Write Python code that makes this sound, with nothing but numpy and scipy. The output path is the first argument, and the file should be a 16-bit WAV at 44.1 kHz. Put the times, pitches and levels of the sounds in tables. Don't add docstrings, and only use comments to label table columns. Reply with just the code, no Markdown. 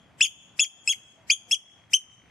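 import sys
import numpy as np
from scipy import signal
from scipy.fft import rfft, irfft
from scipy.io import wavfile
from scipy.ndimage import uniform_filter1d, minimum_filter1d

SR = 44100
rng = np.random.default_rng(int(sys.argv[2]) if len(sys.argv) > 2 else 0)


def unload_wav(signal):
    wavfile.write(
        sys.argv[1],
        SR,
        np.round(np.clip(np.atleast_2d(signal).T, -1, 1) * 32767).astype(np.int16),
    )


def volts_from_decibels(level):
    exponent = np.asarray(level, float) / 20
    return 10 ** exponent


N = 101430
LEAD = 13230


def read(points, hz):
    f, value = np.transpose(points)
    return np.interp(np.log(hz + 1), np.log(f + 1), value)


def evened(x):
    return x / np.sqrt(np.mean(x ** 2) + 1e-20)


def drift(count, seconds):
    size = max(round(seconds * SR), 2)
    once = uniform_filter1d(rng.standard_normal(count), size)
    return evened(uniform_filter1d(once, size))


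UPPER_PARTIALS_DB = [-13.5, -25.5, -22.5]


def pipe(rows, bill_db):
    waver, waver_s = .004, .002
    flutter_db, flutter_s = 2.1, .0075
    breathy_db, hiss_db = -28, -38
    brighten_db_per_db, usual_db = .45, -18.5
    rasp_db, rasp_s = 3.5, .00057
    fast_fall_hz_per_s, fall_loss_db = 60000, -3
    fall_break_db, fall_break_s = 3, .0015

    s, hz, db, second_db = np.transpose(rows)
    knots = np.sort(s)
    count = 4410
    t = np.arange(count) / SR + s[0]
    bill_db = np.interp(t, knots[[len(s) // 3, len(s) // 2, -2, -1]], bill_db)

    def soft(values):
        return uniform_filter1d(np.interp(t, knots, values), size=30)

    pitch_hz, loud_db, second_db = soft(hz), soft(db), soft(second_db)
    wavering_hz = uniform_filter1d(pitch_hz, size=40) * (1 + waver * drift(count, waver_s))
    turns = np.cumsum(wavering_hz) / SR
    effort_db = brighten_db_per_db * (loud_db - usual_db)
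    levels_db = [0 * t, second_db]
    for upper_db in UPPER_PARTIALS_DB:
        rasp = rasp_db * drift(count, rasp_s)
        levels_db.append(upper_db + bill_db + .5 * second_db + effort_db + rasp)

    breath = volts_from_decibels(breathy_db) * uniform_filter1d(rng.standard_normal(count), size=12) * 1.9
    fall_hz_per_s = -np.gradient(uniform_filter1d(pitch_hz, size=120)) * SR
    falling = np.clip(fall_hz_per_s / fast_fall_hz_per_s, 0, 1)
    tone = np.zeros(count)
    for partial, level_db in enumerate(levels_db, 1):
        unsteady = partial ** .5
        flutter = flutter_db * unsteady * drift(count, flutter_s)
        breaking = falling * unsteady * (fall_loss_db + fall_break_db * drift(count, fall_break_s))
        wave = np.sin(2 * np.pi * (partial * turns + rng.random()))
        tone += volts_from_decibels(level_db + flutter + breaking) * wave

    rush = np.diff(rng.standard_normal(count + 3), n=3) / 3.1
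    hiss = volts_from_decibels(hiss_db + bill_db) * rush
    ends = np.clip((s[-1] - t) / .00067, 0, 1) * np.clip((t - s[0]) / .00035, 0, 1)
    sound = np.sqrt(2) * volts_from_decibels(loud_db) * ends * (tone * (1 + breath) + hiss)
    return LEAD + round(s[0] * SR), sound


# time in seconds, pitch in Hz, level in dB, second partial in dB over the first.
EARLIER_CALL = [(-.2, 2600, -34.5, 0.5), (-.188, 3150, -26.5, -17), (-.16, 3418, -33, -13),
                (-.145, 2600, -79, -9)]
FIRST_CALL = [(0.2039, 1490, -35, -10), (0.2081, 1800, -23.5, -7.5), (0.2089, 2507, -15, -5.5),
              (0.2151, 2670, -11, -8.5), (0.2223, 3357, -21, -12), (0.227, 3423, -17.5, -4.5),
              (0.238, 3495, -18, -5.5), (0.247, 2700, -19, -8), (0.258, 2290, -30, 1)]
MATE_FIRST_CALL = [(.227, 2496, -38, -18.5), (0.229, 2733, -32.5, 1.5), (0.236, 2773, -22.5, -3.5),
                   (0.239, 3331, -20.5, -21.5), (0.251, 3289, -22, -1.5), (.26, 3060, -15.5, -23.5),
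                   (0.269, 2370, -32.5, -2)]
SECOND_CALL = [(0.59, 1700, -35.5, 3.5), (0.593, 2198, -49, -4.5), (0.5955, 2571, -14, 1.5),
               (0.602, 2707, -12.5, -10), (0.603, 3300, -23.5, 2.5), (0.616, 3473, -26.5, 4),
               (.626, 3400, -24.5, 0), (0.637, 3217, -25, 0), (0.65, 2190, -33, -2.5)]
MATE_SECOND_CALL = [(0.605, 2410, -41.5, -6), (0.605, 2595, -25, 0), (0.613, 2840, -32.5, -10.5),
                    (0.614, 3235, -32, -8), (0.638, 3270, -21, -14.5), (0.646, 2800, -37.5, 0),
                    (0.656, 2445, -45.5, -12)]
THIRD_CALL = [(0.8747, 1715, -53.5, -21.5), (0.876, 2570, -21, 0), (0.8916, 2670, -18, -6.5),
              (0.894, 3274, -18.5, -16), (0.905, 3326, -23.5, -3.5), (0.914, 3302, -20, -9),
              (0.922, 3104, -24.5, -4), (0.928, 2405, -30, -2.5), (0.936, 2027, -33, -9.5)]
FOURTH_CALL = [(1.2961, 1952, -42.5, -16), (1.3008, 2300, -21.5, -7), (1.3011, 2295, -16, -3),
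               (1.3063, 2530, -12, -11.5), (1.3077, 3050, -23.5, -5), (1.317, 3242, -19.5, -1),
               (1.326, 3448, -19, -9.5), (1.338, 3108, -21, -3), (1.343, 2960, -79.5, -13.5)]
FIFTH_CALL = [(1.509, 1840, -43, -33), (1.5114, 2310, -27.5, -17.5), (1.512, 2601, -20.5, -3),
              (1.5191, 2755, -20, -3), (1.522, 3300, -16.5, -17.5), (1.534, 3301, -16, -21.5),
              (1.538, 3272, -20.5, -5), (1.546, 3030, -16.5, -10), (1.553, 2234, -35, -0.5)]
SIXTH_CALL = [(1.928, 1834, -43.5, -16.5), (1.932, 2176, -43.5, -8.5), (1.934, 2470, -22.5, -2.5),
              (1.94, 2994, -20.5, -1.5), (1.942, 3035, -16, -10), (1.95, 3164, -20.5, -6),
              (1.959, 3156, -15, -12), (1.971, 2916, -20.5, -12.5), (1.975, 2420, -42, -8)]
FAR_CALL = [(2.109, 2970, -92, 0.024), (2.117, 3550, -83.5, 0.0022), (2.129, 3810, -80, 0.02),
            (2.15, 3705, -81.5, 0.018), (2.16, 3470, -89, 0.037)]
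# level in dB at the rise, the top, the fall and the end.
BILL_TURNS_DB = [
    (5, 6, 4, 4),
    (-7.5, -7.5, -0.5, -12.5),
    (7, 10, 7, 2.5),
    (-9.5, -1.5, 7, -24.5),
    (0.5, 1.5, 10.5, 10.5),
    (0, 2, 10, -16.5),
    (-6.5, -8, 4, -14.5),
    (3.5, 3.5, -1, 17),
    (4, -3.5, 2, -2),
    (-5, 1, 2, 8),
]


def birds():
    calls = (EARLIER_CALL, FIRST_CALL, MATE_FIRST_CALL, SECOND_CALL, MATE_SECOND_CALL,
             THIRD_CALL, FOURTH_CALL, FIFTH_CALL, SIXTH_CALL, FAR_CALL)
    out = np.zeros(N + LEAD + 4410)
    for rows, bill_db in zip(calls, BILL_TURNS_DB):
        at, sound = pipe(rows, bill_db)
        out[at:at + len(sound)] += sound
    return out


def tail(t60_s, start_s):
    t = np.arange(SR) / SR
    taps = rng.standard_normal((2, SR)) * (rng.random((2, SR)) < .1)
    taps = taps * volts_from_decibels(-60 * t / t60_s) * np.clip((t - start_s) / .012, 0, 1)
    return taps / np.linalg.norm(taps, axis=1, keepdims=True)


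# delay in seconds, left level in dB, right level in dB.
NEAR_REFLECTIONS = [
    (.0033, -35.5, -14.5),
    (.0048, -18, -19.5),
    (.0085, -11.5, -27),
    (0.013, -32, -14.5),
]
# delay in seconds, spread in seconds, level in dB.
HOUSE_FRONTS = [
    (0.188, 0.0052, -27.5),
    (0.238, 0.024, -36),
]
# frequency in Hz, level in dB.
REVERB_COLOUR = [(2000, -11.5), (2500, -5.5), (3300, 1.5), (4700, -9.5), (5400, -5.5), (6700, 0.5),
                 (10000, 0), (13000, -2)]
# frequency in Hz, left over right in dB, colour in dB.
MIC_PORTS = [(1400, 2.5, -5.5), (2300, -0.5, -0.5), (3300, 3, 0), (5370, 3, 0), (7500, 8, 7),
             (8290, -3, -4), (10930, -10.5, 1), (11160, -20.5, -0.5), (13800, -19.5, -25)]


def garden(x):
    corner_db, corner_t60_s = -11, .15
    yard_db, yard_t60_s = -24, .74
    yard_dull_hz, treble_dies_db_per_s = 6000, 110
    late_s = np.arange(SR) / SR

    room = volts_from_decibels(corner_db) * tail(corner_t60_s, .0034)
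    yard = tail(yard_t60_s, .05)
    dull = np.exp(-2 * np.pi * yard_dull_hz / SR)
    low = signal.lfilter([1 - dull], [1, -dull], yard)
    low = signal.lfilter([1 - dull], [1, -dull], low)
    room += volts_from_decibels(yard_db) * (low + (yard - low) * volts_from_decibels(-treble_dies_db_per_s * late_s))
    for delay_s, spread_s, db in HOUSE_FRONTS:
        room += yard * volts_from_decibels(db) * np.exp(-.5 * ((late_s - delay_s) / spread_s) ** 2)
    room = irfft(rfft(room) * volts_from_decibels(read(REVERB_COLOUR, np.arange(SR // 2 + 1))), SR)

    room[:, 0] += 1
    for delay_s, left_db, right_db in NEAR_REFLECTIONS:
        room[:, round(delay_s * SR)] += volts_from_decibels(np.array([left_db, right_db]))
    wet = signal.fftconvolve(x[None], room, axes=1)[:, LEAD:LEAD + N]

    f, tilt_db, colour_db = np.transpose(MIC_PORTS)
    hz = np.fft.rfftfreq(N, 1 / SR)
    half_tilt_db = np.interp(hz, f, tilt_db) / 2
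    colour_db = np.interp(hz, f, colour_db)
    return irfft(rfft(wet) * volts_from_decibels(colour_db + np.array([half_tilt_db, -half_tilt_db])), N)


# frequency in Hz, width in Hz, level in dB.
BODY_MODES = [
    (2100, 450, 0),
    (2900, 600, -6),
]


def lens_motor():
    first_s, last_s, step_s = 1.6385, 2.3, .02
    tick_db, spread_db, attack_s = -42, 2.5, .0006
    at = (np.arange(first_s, last_s, step_s) * SR).astype(int)
    clicks = np.zeros(N)
    clicks[at] = volts_from_decibels(tick_db + spread_db * rng.standard_normal(len(at)))
    t = np.arange(600) / SR
    ring = np.zeros(len(t))
    for hz, width_hz, db in BODY_MODES:
        ring += volts_from_decibels(db) * np.exp(-np.pi * width_hz * t) * np.sin(2 * np.pi * hz * t)
    return signal.oaconvolve(clicks, ring * (1 - np.exp(-t / attack_s)))[:N]


# middle in seconds, half length in seconds, frequency in Hz, level in dB.
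STREET_CLANKS = [
    (1.19, .035, 652, -62),
    (1.3, .02, 630, -64.5),
    (1.492, .03, 500, -64),
    (1.493, .025, 710, -62),
    (1.526, .015, 695, -58.5),
    (1.529, .015, 940, -60),
    (1.265, .02, 950, -66.5),
]


def hoots():
    t = np.arange(N) / SR
    out = np.zeros(N)
    for middle_s, half_s, hz, db in STREET_CLANKS:
        level = volts_from_decibels(db + 3.6 * drift(N, .008)) * np.exp(-((t - middle_s) / half_s) ** 2)
        wavering_hz = hz * (1 + .017 * drift(N, .0033))
        out += level * np.sin(2 * np.pi * np.cumsum(wavering_hz) / SR)
    return out


# frequency in Hz, density in dB per Hz.
HUM_SPECTRUM = [(30, -10.5), (85, -2.5), (200, -6), (450, -16), (700, -12), (1300, -17), (2500, -19),
                (4000, -30.5)]
# frequency in Hz, correlation from 0 to 1.
HUM_LIKENESS = [(30, .6), (80, .92), (300, .7), (1500, .72)]
# time in seconds, level in dB.
ENGINE_RUMBLE = [(0, 6.5), (.55, 3.5), (0.697, -7), (1.299, 2), (1.699, -0.5), (2.3, 5.5)]
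# time in seconds, level in dB.
TYRE_ROAR = [(0, 0.5), (.2, 3.5), (.5, 1.5), (.75, 0.5), (1.2, 0.5), (1.35, -3.5), (1.55, 5), (1.8, -0.5),
             (2.3, -0.5)]


def hum():
    hum_db, left_db, hiss_db_per_khz = -59.5, .5, -2
    patchy_db, swell_db = 1, 1.4
    engine_top_hz, low_cut_hz = 149, 79.5
    tyre_hz, tyre_width = 500, 1
    frames = N // 256 + 9
    frame_s = np.arange(frames) * 256 / SR
    hz = np.fft.rfftfreq(2048, 1 / SR)
    column_hz = hz[:, None]

    a, b, c, d, patches = rng.standard_normal((frames, 1025, 5)).T
    patches = uniform_filter1d(patches, size=16, axis=0)
    patches = evened(uniform_filter1d(patches, size=12, axis=1))
    swell = evened(uniform_filter1d(rng.standard_normal(frames), size=16))
    same = np.clip(read(HUM_LIKENESS, hz), -1, 1)[:, None]
    left = a + 1j * b
    right = same * left + np.sqrt(1 - same ** 2) * (c + 1j * d)
    z = np.array([left, right])

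    spectrum_db = read(HUM_SPECTRUM, hz) + hiss_db_per_khz * np.maximum(hz / 1000 - 4, 0)
    z *= volts_from_decibels(spectrum_db[:, None] + patchy_db * patches + swell_db * swell)
    engine_db = np.interp(frame_s, *np.transpose(ENGINE_RUMBLE))
    z *= volts_from_decibels(engine_db / (1 + (column_hz / engine_top_hz) ** 2))
    tyre_db = np.interp(frame_s, *np.transpose(TYRE_ROAR))
    z *= volts_from_decibels(tyre_db / (1 + (np.log(column_hz / tyre_hz + 1e-9) / tyre_width) ** 4))
    z *= 1 / np.sqrt(1 + (low_cut_hz / (column_hz + 1)) ** 6)
    noise = signal.istft(z, nperseg=2048, noverlap=1792)[1][:, :N]
    return volts_from_decibels(hum_db + left_db * np.array([[1], [-1]])) * evened(noise)


def scene():
    return garden(birds()) + hum() + hoots() + lens_motor()


# frequency in Hz, level in dB against the sound of its frame.
GRAIN = [(1000, -32), (3000, -33), (4300, -34), (6000, -27), (8500, -18), (10500, -13), (13500, -10)]
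# frequency in Hz, level in dB against its loud neighbour below which a band is dropped.
MASKING = [(1000, -46), (2000, -50), (3300, -40), (4000, -29), (5500, -32), (8200, -23), (10000, -26),
           (11500, -19), (13000, -22)]


def smeared(x):
    onset_frames = 2
    hz, _, z = signal.stft(x, SR, nperseg=1536, noverlap=1152)
    near = uniform_filter1d(abs(z) ** 2, size=55, axis=1)
    near = np.sqrt(abs(uniform_filter1d(near, size=3, axis=2, origin=-1)))
    a, b = rng.standard_normal(z.shape + (2,)).transpose(3, 0, 1, 2)
    z = z + near * volts_from_decibels(read(GRAIN, hz))[:, None] * (a + 1j * b)

    mid_side = np.array([z[0] + z[1], z[0] - z[1]]) / 2
    band = uniform_filter1d(abs(mid_side) ** 2, size=9, axis=1)
    band = abs(uniform_filter1d(band, size=3, axis=2)) + 1e-18
    masker = -minimum_filter1d(-band[0], size=81, axis=0)
    audible = band > masker * volts_from_decibels(2 * read(MASKING, hz))[:, None]
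    frame_power = band[0].sum(0)
    rising = frame_power > np.roll(frame_power, onset_frames)
    mid, side = mid_side * (audible | rising)
    return signal.istft(np.array([mid + side, mid - side]), SR, nperseg=1536, noverlap=1152)[1][:, :N]


def roll_off(x):
    return signal.sosfilt(signal.butter(12, 13880, fs=SR, output="sos"), x)


def record(dry):
    limit_db, squeeze, recover_db_per_s = -24, .79, 29.5
    edge_hz = 13900
    power = uniform_filter1d((dry ** 2).mean(0), size=600, origin=299)
    power_db = 10 * np.log10(abs(power) + 1e-12)
    recovery_db = np.arange(N) * recover_db_per_s / SR
    wanted_db = squeeze * np.maximum(power_db - limit_db, 0)
    held_db = np.maximum.accumulate(wanted_db + recovery_db) - recovery_db
    dip_db = uniform_filter1d(np.maximum(held_db, 0), size=1600, origin=799)
    ducked = dry / volts_from_decibels(dip_db)
    low_pass = signal.firwin(255, edge_hz, window=("kaiser", 9), fs=SR)
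    mix = signal.oaconvolve(smeared(ducked), low_pass[None], "same")
    return roll_off(mix)


dry = scene()
out = record(dry)
unload_wav(out)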